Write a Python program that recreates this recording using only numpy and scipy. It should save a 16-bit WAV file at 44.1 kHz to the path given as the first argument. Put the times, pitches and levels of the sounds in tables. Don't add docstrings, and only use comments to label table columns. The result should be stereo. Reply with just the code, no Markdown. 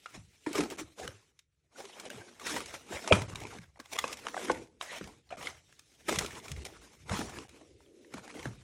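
import sys
import numpy as np
from scipy import signal
from scipy.fft import rfft, irfft, next_fast_len
from scipy.io import wavfile
from scipy.ndimage import uniform_filter1d, map_coordinates

SR = 44100
rng = np.random.default_rng(int(sys.argv[2]) if len(sys.argv) > 2 else 0)


def volts(x):
    e = np.asarray(x, float) / 20
    return 10 ** e


def digitize_waveform(pressure):
    field = np.atleast_2d(pressure).T
    bounded = np.clip(field, -1, 1)
    quanta = np.round(bounded * 32767).astype(np.int16)
    wavfile.write(sys.argv[1], SR, quanta)


N = 380583

# (frequency [Hz], density [dB per Hz])
GRIT_HISS = [(900, -30.5), (2200, -5.5), (4500, -7), (7000, -8.5), (10000, -11.5), (12500, -18),
             (15000, -14.5), (16300, -24)]
BEND = 1.105


def unit(x):
    return x / np.sqrt(np.mean(x ** 2) + 1e-20)


def along(points, hz):
    f, v = np.transpose(points)
    return np.interp(np.log(hz + 1), np.log(f + 1), v)


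def wobble(rate):
    knots = rng.standard_normal(int(N * rate / SR) + 4)
    return map_coordinates(knots, [np.arange(N) * rate / SR])


def filtered(x, response):
    m = next_fast_len(x.shape[-1] + 8192)
    return irfft(rfft(x, m) * response(np.fft.rfftfreq(m, 1 / SR)), m)[..., :x.shape[-1]]


def spread(pair):
    # (frequency [Hz], likeness [0-1])
    port_likeness = [(60, 0.97), (300, 0.92), (700, 0.36), (1400, 0.81), (3000, 0.18), (7000, 0.63),
                     (11000, 0.59), (15000, 0.74)]

    def mix(hz):
        turn = np.arccos(np.clip(along(port_likeness, hz), -1, 1)) / 2
        return np.array([np.cos(turn), np.sin(turn)])

    common, apart = filtered(pair, mix)
    return np.array([common + apart, common - apart])


def rasp(spectrum, pressure):
    return unit(filtered(pressure, lambda hz: volts(along(spectrum, hz))))


def catching(grains_hz, grain_s, spike_db):
    size = np.minimum(rng.exponential(size=N), 2.5)
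    catch = (rng.random(N) < grains_hz / SR) * volts(spike_db * size)
    onset = np.minimum(np.arange(400) / 60 + .2, 1)
    kernel = signal.windows.exponential(400, 60, grain_s * SR, False) * onset
    return unit(signal.fftconvolve(catch, kernel)[:N])


def clumped(clump_db):
    z = signal.stft(rng.standard_normal((2, N)), nperseg=256)[2]
    field = uniform_filter1d(rng.standard_normal(z.shape[1:]), size=2, axis=0)
    field = uniform_filter1d(field, size=12, axis=1)
    return signal.istft(z * volts(clump_db * unit(field)), nperseg=256)[1][:, :N]


def swells(peak_s, rise_s, fall_s, peak_db, under_db):
    # (time [s], level [dB])
    settling = [(0, -61), (.28, -68.5), (.45, -65), (.96, -69.5), (1.5, -90), (1.72, -88), (2.36, -71),
                (3.74, -86), (3.86, -66), (4.5, -78), (4.73, -92), (4.8, -96), (5.25, -74), (5.69, -70),
                (6.05, -64.5), (6.81, -64), (7.05, -67.5), (7.7, -71.5), (8, -72.5), (8.63, -72.5)]
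    t = np.arange(0, N / SR + .004, .002)
    late = t - np.reshape(peak_s, (-1, 1))
    span = np.where(late < 0, np.reshape(rise_s, (-1, 1)), np.reshape(fall_s, (-1, 1)))
    below_db = 20 * (np.abs(late) / np.maximum(span, .004)) ** BEND
    each = volts(np.reshape(peak_db, (-1, 1)) - below_db)
    rest = volts(np.interp(t, *np.transpose(settling)) + under_db)
    return np.interp(np.arange(N) / SR, t, np.sqrt((each ** 2).sum(axis=0) + rest ** 2))


def shoving():
    # (peak [s], rise [s per 20 dB], fall [s per 20 dB],
    # strength [dB], load on the hollow boxes [dB])
    shoves = [(0.159, 0.08, 0.06, -52, -7), (.47, -0.09, 0.14, -51, -2), (0.555, .04, 0.1269, -39.5, 6),
              (0.588, 0.01, 0.0958, -42.5, 18.5), (.71, -0.0248, 0.08, -49, 7.5),
              (0.798, 0.02, 0.0474, -45.5, 5.5), (1.0, 0.03, 0.2, -49, 4), (1.08, -0.06, 0, -53, 11.5),
              (1.78, 0.04, 0.17, -52, -3.5), (1.878, 0.1341, 0.75, -58, 1), (2.11, 0.2631, 0.35, -54, 5.5),
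              (2.466, 0.0245, 0.28, -38, -4), (2.568, 0.0951, 0.11, -42.5, 5.5),
              (2.748, 0.06, 0.08, -49, -3.5), (2.955, 0.09, 0.0436, -41, 0.5),
              (3.125, 0.0053, 0.0148, -36, -3.5), (3.18, 0.27, 0.1, -47.5, 11),
              (3.371, 0.92, -0.2, -60.5, 4.5), (3.46, 0.36, 0.17, -56.5, 5), (3.59, 0.64, -0.05, -56, 6.5),
              (3.811, 0.04, .02, -64, 10.5), (3.96, .05, 0.17, -46.5, -4.5), (4.05, 0, 0.19, -48, 1),
            (4.141, 0.25, -0.03, -47.5, -10), (4.269, 0.1, 0.24, -52.5, 3.5), (4.37, 0.13, 0.24, -53, 7.5),
            (4.459, 0.16, -0.0037, -45.5, -3), (4.508, 0.12, 0.11, -46.5, 9.5),
            (4.815, .02, 0.2, -51.5, -24), (4.93, 0.05, 0.19, -47.5, -16.5), (5.04, 0.18, 0.18, -60, 10),
            (5.39, 0.07, 0.11, -56, 6.5), (5.446, 0.07, .14, -48.5, -3), (6.119, 0.0576, 0.2664, -39, 4),
            (6.501, 0.25, 0.06, -53, -6), (6.66, 0.7, 0.55, -60.5, 8.5), (7.13, 0.055, 0.2, -40, 3),
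            (7.21, -0.02, 0.17, -50, 6.5), (7.375, 0.18, 0.12, -52, 8), (7.56, .2, 0.12, -64, 8),
            (8.142, 0.04, 0.7, -59, 5), (8.4, 0.09, 0.14, -56.5, 5), (8.448, 0.06, 0.14, -56, 7)]
    # (peak [s], rise, fall [s per 20 dB], strength, load [dB])
    scuffs = [(0.63, 0.01, 0.0463, -46.5, 12), (3.03, 0.0751, 0.06, -46.5, 0.5), (3.14, 0.05, .09, -39, -5),
              (3.09, .04, .02, -42, 0), (3.3, 0.05, 0.01, -50.5, -0.5), (2.42, 0.03, 0.15, -49, 0.5),
              (1.03, 0.01, 0.0651, -51, 4.5), (.88, .08, 0.08, -65, -4.5), (4.435, 0.05, 0.03, -50, -3),
              (4.57, 0, 0.12, -56.5, 14), (3.22, 0.17, -0.12, -54.5, -1), (3.64, 0.93, 0.08, -66.5, 1),
              (3.934, .02, .012, -39, -12), (4.2, 0.02, -0.05, -53, -5), (5.795, .02, 0.01, -64, -28),
              (.8, .025, 0.0242, -42, -20), (4.52, 0.4, 0.33, -66, 16), (5.305, -0.12, 0.26, -62, -12),
              (5.46, -0.02, 0.01, -47, -5), (6.089, 0.01, 0.002, -34, 3),
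              (6.127, 0.0063, -0.0042, -37.5, 1), (6.16, 0.0075, -0.0038, -35, -1),
              (6.251, 0.0429, 0.0047, -44, 5.5), (6.395, 0.04, -0.05, -50, -8),
              (6.67, 0.05, -0.01, -47.5, -4.5), (8.3, .05, .1, -57.5, 0), (8.36, .04, 0.1, -56, 12.5)]
    # (peak [s], fall [s per 20 dB], strength [dB])
    treads = [(.18, 0.13, -49), (.59, 0.15, -47), (.83, 0.1, -53), (1.04, 0.08, -46), (2.2, 0, -49.5),
              (2.57, .5, -58), (2.94, .04, -42), (3.14, 0.06, -34.5), (3.3, 0.4, -45.5), (3.6, 0.06, -50),
              (4.03, 0.44, -57.5), (4.53, 0.2, -49), (5.05, 0.12, -47.5), (5.4, 0.38, -54),
              (6.18, 0.32, -43.5), (6.53, 0.14, -38), (6.749, 0.5, -67), (7.128, 0.31, -39.5),
              (7.38, -0.4, -32.5), (7.72, 0.2, -60), (8.16, 0.1, -51), (8.48, 0.37, -47)]
    # (time [s], level [dB])
    drag = [
        (7.4, -96),
        (7.62, -60),
        (7.8, -64),
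        (8.02, -56),
        (8.11, -58),
        (8.2, -103),
    ]
    # (frequency [Hz], density [dB per Hz])
    card_rasp = [(250, -18), (550, -1.5), (1000, -5), (1600, -8.5), (2300, -8.5), (4500, -25.5)]
    hollow_hum = [(110, -34), (190, 2), (320, 5), (480, 3.5), (800, -54.5)]
    ground_thud = [(20, -14), (40, -2), (70, 7), (100, 1.5), (160, -1.5), (260, -50.5)]
    box_hum = [(180, -14), (310, 4), (400, 2.5), (500, -1.5), (900, -30)]

    t = np.arange(N) / SR
    s, rise, fall, db, load = np.transpose(shoves + scuffs)
    land, ease, weight_db = np.transpose(treads)
    low = rng.standard_normal((2, N))
    judder = wobble(40)
    grains = catching(grains_hz=150, grain_s=.003, spike_db=2.5)

    press = volts(1.9 * judder) * (1 + 0.1 * grains) * clumped(clump_db=3.0)
    grit = volts(2.5) * swells(s, rise, fall, db, 0) * rasp(GRIT_HISS, press)

    press = volts(2.6 * judder + 1.4 * wobble(58)) * (1 + .5 * grains) * clumped(clump_db=4.0)
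    card_db = db + 1.2 + 0.15 * load
    card = volts(2.5) * swells(s, rise, 0.86 * fall, card_db, -12) * rasp(card_rasp, press)

    press = volts(.9 * judder + 2 * wobble(25)) * low
    hollow = volts(-4) * swells(s, rise, 0.94 * fall, db + load, -7.5) * rasp(hollow_hum, press)

    weight = volts(-2.0) * swells(land, 0.41 * ease, ease, weight_db, -31.5)
    ground = (weight + volts(-79)) * rasp(ground_thud, low)

    box = volts(np.interp(t, *np.transpose(drag))) * rasp(box_hum, low[::-1, ::-1])
    return spread(grit + card + hollow + ground + box)


def knocks():
    # (time [s], peak [dB], ring [Hz])
    cracks = [(.53, -42, 2320), (.783, -51.5, 1200), (2.659, -44.5, 2250), (3.931, -45.5, 2435),
              (6.516, -41.5, 2500), (6.651, -41, 746), (7.492, -56, 1500)]
    snaps = [(.7, -38, 732), (1.39, -50.5, 3750), (1.997, -38.5, 1400), (3.401, -43.5, 1050),
             (4.077, -38.5, 1100), (4.127, -32.5, 2800), (4.17, -43, 2360), (4.514, -35, 5200),
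             (5.792, -47, 2700), (6.186, -21, 4200), (6.26, -36, 3930), (7.19, -34.5, 750)]
    # (time [s], peak [dB], ring [Hz])
    ticks = [(0.635, -30.5, 1300), (0.708, -35, 2550), (1.852, -38, 2980), (2.604, -30, 1190),
             (3.128, -16.5, 1314), (3.468, -37.5, 2330), (3.617, -49, 2270), (4.14, -40, 2420),
             (4.189, -42, 805), (4.547, -37, 802), (4.611, -52, 845), (4.671, -55.5, 2100),
             (4.983, -36, 1880), (5.041, -38.5, 2230), (5.074, -39, 810), (5.174, -62, 810),
             (5.426, -34, 2310), (5.499, -44, 2040), (6.209, -28.5, 1030), (6.246, -31, 500),
             (6.307, -36.5, 1780), (6.329, -41, 1290), (6.352, -37.5, 2800), (6.399, -44, 3500),
             (6.563, -42, 2080), (6.619, -45, 2760), (8.192, -42.5, 1580), (8.277, -39, 820),
             (8.309, -44, 2400), (8.341, -45.5, 1500), (8.393, -37.5, 3110), (8.428, -38, 2200)]
    # (time [s], peak [dB], ring [Hz], t60 [s])
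    clacks = [(2.101, -31, 1620, 0.015), (2.466, -28.5, 1910, 0.075), (3.799, -35, 1100, 0.025),
              (6.158, -28, 2680, 0.04), (.552, -29.5, 2270, 0.067), (.581, -24.5, 525, 0.02),
              (.604, -25.5, 1295, 0.077), (0.983, -45.5, 1050, 0.072), (1.076, -28, 1590, 0.014),
              (2.052, -37, 577, 0.06), (2.396, -39.5, 2080, 0.03), (2.74, -32, 910, 0.0078),
              (3.075, -22.5, 870, 0.019), (3.218, -30, 1997, 0.028), (3.356, -28, 3850, 0.015),
              (3.436, -36.5, 2610, 0.0053), (3.857, -44, 2170, 0.02), (3.987, -18, 2030, 0.031),
              (4.284, -28, 985, 0.0079), (5.725, -47.5, 1760, .012), (6.091, -21, 576, 0.04),
              (6.481, -34, 2440, 0.017), (7.293, -37.5, 760, 0.066), (8.138, -34, 666, 0.034)]
    raps = [(.462, -30, 975, 0.12), (2.563, -24, 976, 0.051), (3.044, -32.5, 695, 0.03),
            (3.585, -37, 1632, 0.016), (7.804, -52.5, 910, .02), (7.86, -55, 3140, 0.014),
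            (4.04, -21, 1096, 0.016), (4.267, -22.5, 1226, 0.01), (3.964, -34, 648, 0.017),
            (5.304, -39.5, 1270, 0.048), (7.094, -26, 1400, 0.02), (7.115, -29, 696, 0.035),
            (7.386, -27, 2740, 0.0066), (7.611, -43, 632, 0.033), (8.454, -27, 530, 0.025)]
    dull_knocks = [(0.058, -27.5, 1400, 0.027), (2.922, -31.5, 714, 0.064), (3.452, -30, 2268, 0.0063),
                   (3.758, -46.5, 756, 0.021), (3.771, -45.5, 900, 0.017), (4.344, -24, 740, 0.011),
                   (4.366, -24, 780, 0.037), (4.375, -23.5, 664, 0.023), (4.811, -24, 3200, 0.015),
                   (5.01, -29, 507, 0.025), (5.47, -20, 2156, .024), (6.123, -22.5, 760, 0.022),
                   (8.046, -44, 2000, 0.015)]
    # (time [s], peak [dB], ring [Hz], t60 [s])
    rings = [(.463, -30.5, 1830, 0.071), (.464, -33.5, 2310, .04), (3.111, -5.5, 624, 0.044),
             (3.1105, -4, 1003, 0.022), (3.124, 0, 2420, 0.018), (3.124, -6.5, 1300, 0.021),
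             (3.123, -8, 3250, 0.029), (4.041, -20.5, 2590, 0.024), (4.042, -20, 511, 0.03),
             (4.497, -16, 1490, 0.025), (4.499, -13.5, 860, 0.04), (4.501, -12.5, 500, .045),
             (4.811, -24, 1057, 0.02), (3.099, -30, 2400, .02), (5.291, -42, 4220, 0.045),
             (5.311, -32.5, 608, 0.067), (5.325, -25, 734, 0.06), (5.338, -31.5, 700, 0.069),
             (5.321, -35, 2420, 0.058), (5.37, -39.5, 599, .06), (8.141, -32.5, 1161, 0.018)]
    # (snap over ring [dB], rise [ms])
    kinds = [
        (10, 0.52),
        (2, 1.7),
        (-7, 0.9),
        (-5, 1.3),
        (-16.5, 1.9),
        (-29.5, 1.3),
        (-89.5, 0.59),
    ]

    brittle_t60 = .026
    groups = [[(*row, brittle_t60) for row in rows] for rows in (cracks, snaps, ticks)]
    groups += [clacks, raps, dull_knocks, rings]
    contacts = sorted((*row, *kind) for rows, kind in zip(groups, kinds) for row in rows)

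    ring, snap = np.zeros((2, N + SR)), np.zeros((2, N + SR))
    t = np.arange(4096) / SR
    f = np.fft.rfftfreq(len(t), 1 / SR)
    for s, db, hz, t60, snap_db, rise_ms in contacts:
        onset = 1 - np.exp(-(t / (max(rise_ms, .2) / 1000)) ** 2)
        shape = volts(-60 * t / np.clip(t60, .004, .06)) * onset
        shape = shape / shape.max()
        wander = .05 * np.sqrt(hz / 1000) * np.cumsum(rng.standard_normal(len(t)))
        mode = np.sin(2 * np.pi * hz * t + wander + rng.normal(0, 0.075, (2, 1)))
        band = 1 / (1 + (np.log((f + 1) / np.sqrt(1300 * hz)) / 0.85) ** 4)
        chatter = rng.standard_normal(len(t)) + 0.81 * rng.standard_normal((2, len(t)))
        lumps = volts(5 * unit(uniform_filter1d(rng.standard_normal(len(f)), size=24)))
        clatter = unit(irfft(rfft(chatter) * band * lumps, len(t)))
        loose = 0.69 * volts(0.13 * min(snap_db, 0))
        side = volts(rng.normal(0, 0.34) * np.array([[1], [-1]]))
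        at = slice(round(s * SR), round(s * SR) + len(t))
        ring[:, at] += side * volts(db - 5) * (0.76 * mode + loose * clatter) * shape
        snap[:, at] += volts(db + snap_db + 9.5) * shape * rng.standard_normal((2, len(t)))
    hiss = filtered(snap[:, :N], lambda hz: volts(along(GRIT_HISS, hz)))
    return ring[:, :N] + spread(hiss)


def thumps():
    # (time [s], peak [dB], wall pitch [Hz])
    blows = [(.15, -48, 229.4), (0.176, -40, 147.4), (.469, -23.5, 300), (0.51, -30, 307), (.555, -24, 406),
             (.586, -22, 290), (.594, -22, 333), (0.607, -28.5, 296), (0.719, -34.5, 317),
             (0.812, -34, 288), (1.012, -39, 440), (1.086, -45, 100.7), (1.84, -44, 400), (2.145, -43, 171),
             (2.215, -47, 330), (2.91, -36, 351), (3.112, -16, 493.6), (3.115, -21.5, 190.3),
             (3.117, -15, 403), (3.122, -15.5, 91.8), (3.163, -28, 95), (3.22, -28, 105),
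             (3.27, -31, 100.2), (3.33, -35, 110.1), (3.42, -39, 100), (3.59, -41.5, 150.6),
             (4.503, -24.5, 331), (5.012, -31, 200), (6.084, -33, 333), (6.512, -38.5, 108),
             (6.53, -34.5, 70), (6.577, -31.5, 68.3), (7.112, -27, 88), (7.191, -23.5, 192),
             (8.144, -32, 189.6), (8.458, -28.5, 190.3), (8.47, -30.5, 115)]
    sag_s = .008
    out, t = np.zeros(N + SR), np.arange(SR // 2) / SR
    for s, db, hz in blows:
        t60 = 0.12 * (hz / 200) ** -0.45
        decay = volts(-60 * t / max(t60, .01))
        drift = .8 * min(hz / 250, 1) * np.cumsum(rng.standard_normal(len(t))) / np.sqrt(SR / 40)
        sharp = 1.13 * min(hz / 200, 1) ** 2 / (1 + (hz / 215) ** 6)
        sag = sharp * sag_s * (1 - np.exp(-t / sag_s))
        boom = np.sin(2 * np.pi * hz * (t + sag) + drift)
        boom = boom + 0.58 * np.sin(2 * np.pi * 1.1 * hz * t) * decay
        onset = 1 - np.exp(-t / 0.001)
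        out[round(s * SR):][:len(t)] += volts(db - 2.5) * boom * decay * onset
    return out[:N]


def shed(x):
    # (frequency [Hz], t60 [s])
    shed_t60 = [(100, 0.42), (500, 0.4), (2500, 0.21), (10000, 0.13)]
    out, step = np.zeros((2, N + SR)), SR // 3
    for start in range(0, N, step):
        hz, t, z = signal.stft(rng.standard_normal((2, step)), SR, nperseg=256)
        decay = volts(-60 * t / along(shed_t60, hz)[:, None])
        tail = signal.istft(z * decay, SR, nperseg=256)[1]
        wet = signal.fftconvolve(x[None, start:start + step], tail / np.linalg.norm(tail[0]), axes=1)
        out[:, start + 200:start + 200 + wet.shape[1]] += wet
    return spread(out[:, :N])


def rubs():
    # (peak [s], build-up [s per 20 dB], peak [dB], pitch [Hz])
    singing = [(1.02, .015, -40, 750), (1.05, .015, -41, 480), (1.088, .01, -42, 520),
               (1.15, .04, -51, 100), (.555, .01, -33, 1200), (1.762, .008, -49, 1450),
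               (4.501, .005, -23, 1080), (1.855, .02, -49, 400), (1.935, .012, -48, 3030),
               (2.062, .015, -42, 520), (2.065, .012, -46, 3000), (2.115, .01, -44, 2880),
               (2.113, .012, -44, 590), (2.165, .015, -45, 130), (2.2, .015, -45, 105),
               (2.183, .015, -45, 420), (2.217, .01, -48, 1560), (2.565, .01, -36, 500),
               (2.53, .03, -40, 300), (2.965, .015, -41, 590), (2.91, .015, -43, 210),
               (3.137, .012, -19, 195), (3.18, .03, -28, 95), (3.356, .003, -38, 1130),
               (3.452, .004, -40, 950), (3.453, .005, -38, 380), (3.53, .005, -46, 800),
               (3.988, .005, -30, 1200), (4.345, .004, -35, 1900), (4.345, .004, -35, 1300),
               (4.499, .002, -26, 2130), (4.813, .002, -29, 3800), (4.813, .002, -33, 2200),
               (4.9, .04, -42, 1950), (4.95, .05, -42, 2500), (4.91, .02, -45, 3900), (4.94, .03, -46, 950),
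               (5.018, .008, -33, 250), (6.09, .008, -30, 1270), (6.18, .012, -31, 170),
               (6.66, .006, -47, 430), (6.8, .07, -52, 55), (7.135, .015, -29, 190),
               (7.145, .012, -40, 1950), (7.37, .005, -43, 1650), (7.452, .004, -50, 800),
               (7.62, .01, -48, 300), (8.457, .003, -40, 1900)]
    s, rise, db, hz = np.transpose(singing)[:, :, None]
    late = np.arange(-(SR // 10), SR // 6) / SR
    span = np.clip(rise, .001, .2) * np.where(late < 0, 1, 1.5)
    steps = rng.standard_normal((len(singing), len(late)))
    wander = .055 * hz / 100 * np.sqrt(np.abs(rise)) * np.cumsum(steps, axis=1)
    swell = volts(db - 20 * (np.abs(late) / span) ** BEND)
    tones = swell * np.sin(2 * np.pi * hz * late + wander)
    at = np.round(s * SR).astype(int) + np.arange(len(late))
    return np.bincount(at.ravel(), tones.ravel(), N + SR)[SR // 10:][:N]


def scene():
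    slides = shoving()
    hits = knocks() + thumps()
    echo = volts(-14.5) * shed(hits.mean(axis=0))
    return slides + hits + echo + rubs()


def patchy_treble(x):
    mid, side = (x[0] + x[1]) / 2, (x[0] - x[1]) / 2
    hz, _, z = signal.stft(mid, SR, nperseg=1024)
    luck = rng.standard_normal((32, z.shape[1])) + rng.standard_normal(z.shape[1])
    luck = uniform_filter1d(luck, size=4, axis=1)
    power = np.abs(z) ** 2 + 1e-14
    bright = np.log(power[hz > 7000].sum(axis=0) / power.sum(axis=0))
    luck = luck + .5 * unit(bright - bright.mean())
    empty = np.interp(hz, [8000, 11800, 12300, 16000], [-3, -1, .3, .5])
    kept = luck[(hz // 700).astype(int)] > empty[:, None]
    mid = signal.istft(z * kept, SR, nperseg=1024)[1][:N]
    return np.array([mid + side, mid - side])


def band_limit(x):
    return signal.sosfilt(signal.butter(12, 16510, fs=SR, output="sos"), x)


def record(dry):
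    # (frequency [Hz], level difference [dB])
    port_lean = [(60, -0.5), (180, -1.0), (550, -3.0), (1650, -1.5), (4970, -0.5), (15000, 0.0)]
    # (frequency [Hz], phase lead [radians])
    port_lead = [(0, 0), (1980, 0.15), (2760, 1.3), (3790, 0.8), (4820, 3.4), (5510, 6.9), (8180, 7.9),
                 (16100, 9.7)]
    dips = [.7685, 2.092, 3.3445, 3.788, 3.973, 5.366, 6.641, 7.479]

    def ports(hz):
        half = volts(along(port_lean, hz) / 2) * np.exp(.5j * along(port_lead, hz))
        bass_cut = (1j * hz / (1j * hz + 40)) ** 2
        return bass_cut * (hz < 16300) * np.array([half, 1 / half])

    x = filtered(dry, ports)
    t, gate = np.arange(N) / SR, np.ones(N)
    for s in dips:
        gate *= np.clip((np.abs(t - s) - .0024) / .002, volts(-25), 1)
    mix = patchy_treble(x * gate)
    return band_limit(mix)


dry = scene()
out = record(dry)
digitize_waveform(out)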